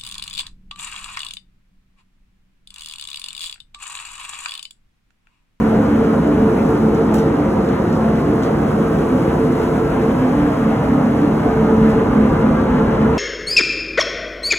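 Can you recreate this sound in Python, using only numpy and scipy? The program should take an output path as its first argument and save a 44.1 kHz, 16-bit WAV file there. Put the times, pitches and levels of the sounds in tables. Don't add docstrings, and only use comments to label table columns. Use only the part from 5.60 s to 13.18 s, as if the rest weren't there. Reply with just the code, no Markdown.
import sys
import numpy as np
from scipy import signal
from scipy.fft import rfft, irfft
from scipy.io import wavfile
from scipy.ndimage import uniform_filter1d, minimum_filter1d

SR = 44100
rng = np.random.default_rng(int(sys.argv[2]) if len(sys.argv) > 2 else 0)


def generate_wav(signal):
    frames = np.transpose(np.atleast_2d(signal))
    scaled = np.clip(frames, -1, 1) * 32767
    pcm = np.round(scaled).astype(np.int16)
    wavfile.write(sys.argv[1], SR, pcm)


N = 334278
TIME = np.arange(N) / SR
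HZ = np.fft.rfftfreq(N, 1 / SR)


def gain_of(db):
    return 10 ** (np.asarray(db) / 20)


def evened(x):
    return x / np.sqrt(np.mean(abs(x) ** 2) + 1e-20)


def spectrum_curve(points):
    hz, value = np.transpose(points)
    return np.interp(np.log(HZ + 1), np.log(hz + 1), value)


def time_curve(points):
    s, value = np.transpose(points)
    return np.interp(TIME, s, value)


def wander(rate_hz):
    noise = rfft(rng.standard_normal(N))
    return evened(irfft(noise / (1 + (HZ / rate_hz) ** 4), N))


def port_noise(density_db):
    # frequency in Hz, coherence from 0 to 1.
    likeness = [(30, .99998), (110, .999), (190, .99), (300, .96), (430, .85), (600, .62), (1050, .55),
                (1400, .64), (2200, .48), (3400, .62), (4200, .9), (4700, .995), (6000, .98), (9000, .99),
                (15000, .99)]
    # frequency in Hz, phase in radians.
    lead = [(0, 0), (330, 0), (500, .3), (1250, .1), (2200, 1.3), (3300, 1.3), (4100, 2), (4700, 3.14),
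            (5400, 4.3), (15200, 18.85)]
    shared, other = rfft(rng.standard_normal((2, N)))
    same = np.clip(spectrum_curve(likeness), 0, 1)
    lag = np.exp(-1j * np.interp(HZ, *np.transpose(lead)))
    right = lag * (same * shared + np.sqrt(1 - same ** 2) * other)
    return np.array([shared, right]) * gain_of(density_db) * np.sqrt(SR / 2)


def filter_hiss(shade_hz=7000, follow=1.1, flicker_db=0.5):
    # frequency in Hz, density in dB per Hz.
    hiss = [(1000, -100), (3000, -91), (4100, -84.6), (4700, -86), (5600, -85.9), (6500, -87.5),
            (7500, -90), (8200, -87), (9200, -89), (11000, -93), (13000, -94), (15700, -99)]
    # time in seconds, hiss in dB before the factor follow.
    facing = [(0.0, -57), (0.74, -58), (1.06, -55.5), (1.33, -58.5), (2.57, -58), (3.02, -56),
              (3.85, -55.5), (4.4, -56), (6.14, -58.5), (7.58, -61)]
    facing_db = time_curve(facing)
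    air = port_noise(spectrum_curve(hiss))
    wide = 1 / (1 + (HZ / shade_hz) ** 4)
    beamed = irfft(air * (1 - wide), N)
    beamed = beamed * gain_of(follow * (facing_db - facing_db.mean()))
    flicker = gain_of(flicker_db * wander(18))
    return (irfft(air * wide, N) + beamed) * flicker


def booth_echo(x, build_s=0.003):
    # frequency in Hz, time to fall by 60 dB in seconds.
    echo = [(2000, 0.53), (6000, 0.23), (10000, 0.23), (15000, 0.19)]
    noise = irfft(port_noise(0), N)[:, :SR // 2]
    hz, t, z = signal.stft(noise, SR, nperseg=256)
    t60 = np.interp(hz, *np.transpose(echo))[:, None]
    decay = (1 - np.exp(-t / build_s)) * gain_of(-60 * t / t60)
    tail = signal.istft(z * decay, SR, nperseg=256)[1]
    tail = tail / np.linalg.norm(tail[0])
    return signal.oaconvolve(x[None], tail, axes=1)[:, :N]


def floor_sheet(grain_db=5, grain_hz=220, echo_db=0.0):
    # frequency in Hz, relative density in dB.
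    sole = [(800, -20), (2300, -5), (3200, 3.5), (4200, 0), (5200, -1.5), (5900, .5), (7500, -1),
            (9500, -1.5), (11500, -3), (13500, -5.5), (15500, -5.5)]
    # start in seconds, level in dB, tilt in dB per octave above sheet_hz.
    ticks = [(0.2178, -44, -10), (0.6738, -43, -5), (1.3477, -39, -7), (1.5385, -33, 0), (1.543, -26.5, 0),
             (1.583, -40, -6), (2.0466, -41, -9), (2.088, -39.5, -10), (2.327, -37, -11), (2.555, -42, -9),
             (2.8229, -41, -11), (3.9523, -43, -5)]
    # middle in seconds, half length in seconds, level in dB
    # before the grain, tilt in dB per octave above sheet_hz.
    rustles = [(1.1, .13, -55, -7), (1.562, .014, -45, -2), (1.59, 0.012, -47, -4), (1.62, .025, -53, -4),
               (2.08, 0.044, -57, -10), (2.838, 0.023, -48.5, -10), (4.032, 0.08, -52, -3),
               (4.96, .07, -54, -5), (6.297, .035, -51, -3)]
    sheet_hz = 5900
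    tick_rise_s, tick_t60_s = 0.00079, 0.026
    out = np.zeros((2, N))
    rub = port_noise(spectrum_curve(sole))
    octaves = np.log2(np.maximum(HZ / sheet_hz, 1))
    grains = evened(gain_of(grain_db * wander(grain_hz)))
    for s, db, tilt_db in ticks:
        age = np.clip(TIME - s, 0, 2 * tick_t60_s)
        rise = np.minimum(age / tick_rise_s, 1)
        snap = rise * gain_of(db - 60 * age / tick_t60_s)
        out += snap * evened(irfft(rub * gain_of(tilt_db * octaves), N))
    for s, half_length, db, tilt_db in rustles:
        roll = np.maximum(1 - ((TIME - s) / half_length) ** 2, 0) * gain_of(db)
        out += roll * grains * evened(irfft(rub * gain_of(tilt_db * octaves), N))
    return out + gain_of(echo_db) * booth_echo(out[0])


def walk_through(spectrum, ripple_db=3.5, blur_hz=3400, count=24):
    out = np.zeros((2, N))
    place = TIME / TIME[-1] * (count - 1)
    depth_db = ripple_db * HZ ** 2 / (HZ ** 2 + 400 ** 2) / (1 + (HZ / blur_hz) ** 2)
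    for spot in range(count):
        chance = rng.standard_normal(len(HZ))
        ripple = evened(signal.oaconvolve(chance, np.hanning(260), "same"))
        nearness = np.maximum(1 - abs(place - spot), 0)
        out += irfft(spectrum * gain_of(depth_db * ripple), N) * nearness
    return out


def roar(gust_hz=11):
    # frequency in Hz, density in dB before each register is levelled.
    duct_air = [(20, -73), (33, -54.5), (45, -46), (100, -45.5), (180, -41), (330, -42.5), (420, -43),
                (600, -54.5), (900, -56), (1350, -59), (2000, -70.5), (3000, -77), (4500, -92.5),
                (9000, -112)]
    # centre in Hz, width in Hz, lift in dB.
    booth = [(51.6, 5.4, -5.5), (67.2, 16, 6), (78, 7.7, -5.5), (161, 5.8, 4), (192, 10.4, 4.5),
             (227, 74, 2.5), (267, 16, 4.5), (308, 21, 4), (339, 6.6, -1), (398, 9.1, -3), (443, 18, -0.5),
             (455.5, 35, 7), (493.4, 11.5, -4.5), (514, 25, 3.5), (542, 12, 5.5), (573, 45, 0.5),
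             (642, 18, 6.5), (695, 31, 4), (862.5, 9.4, 5), (963, 9.9, 5), (1035, 31, 1), (1360, 30, 0.5),
             (2060, 360, 3)]
    # time in seconds, swell in dB before the share.
    rumble = [(0, -0.5), (2.6, -1.5), (3.4, -1.5), (5.7, -2), (6.3, 3.5), (7.3, 3.5)]
    # time in seconds, swell in dB before the share.
    drone = [(0, 0.5), (1.3, 2.5), (2.3, 1.5), (4.0, 1), (4.9, -3), (6.4, 2), (7.58, 0.5)]
    # level in dB before the swells, share of the rumble's swell,
    # share of the drone's swell, gusts in dB rms before levelling (the sign only flips the chance).
    registers = [(-29.5, 0.83, 0.023, -0.5), (-26, 0.054, 0.088, 1), (-21.5, 0, 0.89, 0.33),
                 (-26, 0.088, -0.072, 1.14), (-29.5, 0.54, -0.23, 0.7), (-37.5, 0.49, -0.48, 0.86)]
    colour_db = sum(lift / (1 + (2 * (HZ - hz) / width) ** 2) for hz, width, lift in booth)
    air = rfft(walk_through(port_noise(spectrum_curve(duct_air) + colour_db)))
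    splits_hz = (105, 170, 500, 850, 1550)
    below = [0] + [1 / (1 + (HZ / hz) ** 12) for hz in splits_hz] + [1]
    rumble_db, drone_db = time_curve(rumble), time_curve(drone)
    out = np.zeros((2, N))
    for lower, upper, row in zip(below, below[1:], registers):
        db, with_rumble, with_drone, gust_db = row
        register = irfft(air * (upper - lower), N) * gain_of(gust_db * wander(gust_hz))
        power = uniform_filter1d((register ** 2).mean(0), size=SR // 2)
        register = register / np.sqrt(power)
        out += register * gain_of(db + with_rumble * rumble_db + with_drone * drone_db)
    return out


def hum(waver_hz=1.192, waver_rate_hz=9, surge_trim_db=-0.5):
    # pitch in Hz, width of the blur in Hz,
    # steady part relative to the blur's rms, right minus left in dB.
    tones = [(218.2, 5.1, 0.95, 0.3), (253.6, 6, 0.31, 1.5), (290, 5.9, 0.29, 1.5), (444, 4.2, 0.9, 1),
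             (345, 8.5, 0.11, 3), (151.1, 5.1, 0.46, 0.5)]
    # time in seconds, level in dB before the balance.
    blade, low_duct, high_duct = [(0, -18), (1.3, -25), (1.95, -26), (2.6, -25.5), (3.1, -26), (3.8, -30),
                                  (4.8, -29), (5.2, -22), (5.8, -24.5), (6.4, -20), (7.05, -23.5),
                                  (7.58, -24)], [(0, -28), (.6, -24.5), (1.6, -31), (3.2, -32.5),
                                                 (4.1, -25.5), (5.5, -23.5), (6.1, -25.5), (7.2, -23),
                                                 (7.58, -29)], [(0, -23.5), (1.2, -25.5), (2.1, -32),
                                                                   (4.45, -30.5), (5.3, -24), (6.3, -25),
                                                                   (6.9, -33), (7.58, -39)]
    overtone, mid_duct, deep_duct = [(0, -28), (.9, -25), (1.45, -28), (2.1, -46), (2.7, -33), (3.5, -45),
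                                     (4.1, -24), (4.7, -32.5), (5.55, -30), (6.2, -24.5), (6.95, -34),
                                     (7.58, -23)], [(0, -40), (1.8, -26), (2.5, -34), (3.4, -27),
                                                       (4.3, -27.5), (5, -37), (7.58, -48)], [(0, -38), (2, -37), (2.8, -30),
                                                                         (4.4, -27), (5.1, -28.5),
                                                                         (6.1, -27.5), (7.58, -26.5)]
    walks = (blade, low_duct, high_duct, overtone, mid_duct, deep_duct)
    # middle in seconds, pitch in Hz before the waver, half length in seconds,
    # peak in dB before the trim and the balance.
    surges = [(0.116, 220.3, 0.24, -12), (0.31, 293, 0.08, -14.5), (0.36, 219.5, 0.1, -10.5),
              (0.41, 257.6, 0.088, -16), (0.5, 222, 0.059, -11.5), (0.72, 292.7, 0.12, -12.5),
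              (0.845, 215.6, 0.088, -11), (0.9, 443, 0.086, -13.5), (0.94, 253, 0.12, -20),
              (1.02, 223, 0.054, -13), (1.12, 448, 0.07, -15.5), (1.252, 219.5, 0.086, -10),
              (1.402, 448, 0.038, -10.5), (1.53, 218, 0.14, -12.0), (1.636, 445.2, 0.12, -17),
              (1.798, 294.6, 0.12, -15), (2.465, 219.4, 0.18, -13.0), (2.7, 293, 0.07, -14.5),
              (2.93, 218, 0.066, -16), (3.01, 297, 0.067, -16.5), (3.19, 216, 0.15, -16),
              (3.541, 255, 0.058, -11.0), (3.826, 445, 0.066, -15.0), (3.89, 249, 0.12, -15),
              (4.45, 446, 0.072, -14.5), (4.49, 221, 0.083, -15.5), (4.666, 256, 0.11, -12.5),
              (4.816, 293.3, 0.17, -12.5), (5.08, 221.6, 0.13, -13.5), (5.33, 253, 0.14, -15),
              (5.46, 220.6, 0.12, -13.5), (5.47, 251, 0.096, -14), (5.642, 289, 0.069, -12),
              (5.721, 216, 0.056, -13.5), (5.96, 443, 0.11, -16.5), (6.03, 213, 0.052, -13.5),
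              (6.19, 444.6, 0.2, -17.5), (6.227, 218.6, 0.2, -9.5), (6.36, 440.7, 0.14, -17),
              (6.52, 290, 0.075, -19), (6.58, 256, 0.086, -13.5), (6.61, 216.6, 0.13, -8.0),
              (6.856, 217, 0.05, -9), (6.88, 255.4, 0.14, -14.5), (7.14, 253, 0.076, -15.0),
              (7.23, 213, 0.06, -14), (7.44, 220, 0.083, -11.5), (7.492, 257, 0.066, -16)]
    catch_hz = 15
    out = np.zeros((2, N))
    for (hz, width_hz, steady, right_db), walk in zip(tones, walks):
        blur = steady + evened(wander(width_hz) + 1j * wander(width_hz))
        blur = blur / np.sqrt(uniform_filter1d(abs(blur) ** 2, size=SR // 4) + 1e-9)
        waver = waver_hz * np.cumsum(wander(waver_rate_hz)) / SR
        carrier = np.exp(2j * np.pi * (hz * TIME + waver))
        tone = np.sqrt(2) * (blur * carrier).real * gain_of(time_curve(walk))
        for s, surge_hz, half_length, db in surges:
            if abs(surge_hz - hz) < catch_hz:
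                near = abs(TIME - s) < half_length
                age = TIME[near] - s
                caught = np.cos(np.pi / 2 * age / half_length) ** 2
                cycles = hz * s + surge_hz * age + waver[near]
                ring = gain_of(db + surge_trim_db) * np.cos(2 * np.pi * cycles)
                tone[near] += caught * (ring - tone[near])
        out += tone * gain_of([[-right_db / 2], [right_db / 2]])
    return out


def scene():
    return roar() + hum() + filter_hiss() + floor_sheet()


def record(dry, ceiling=.85, edge_hz=15800):
    room = np.minimum(1, ceiling / (abs(dry).max(0) + 1e-9))
    limited = dry * uniform_filter1d(minimum_filter1d(room, size=900), size=800)
    band = signal.firwin(511, edge_hz, window=("kaiser", 9), fs=SR)
    return signal.oaconvolve(limited, band[None], "same")


dry = scene()
out = record(dry)
generate_wav(out)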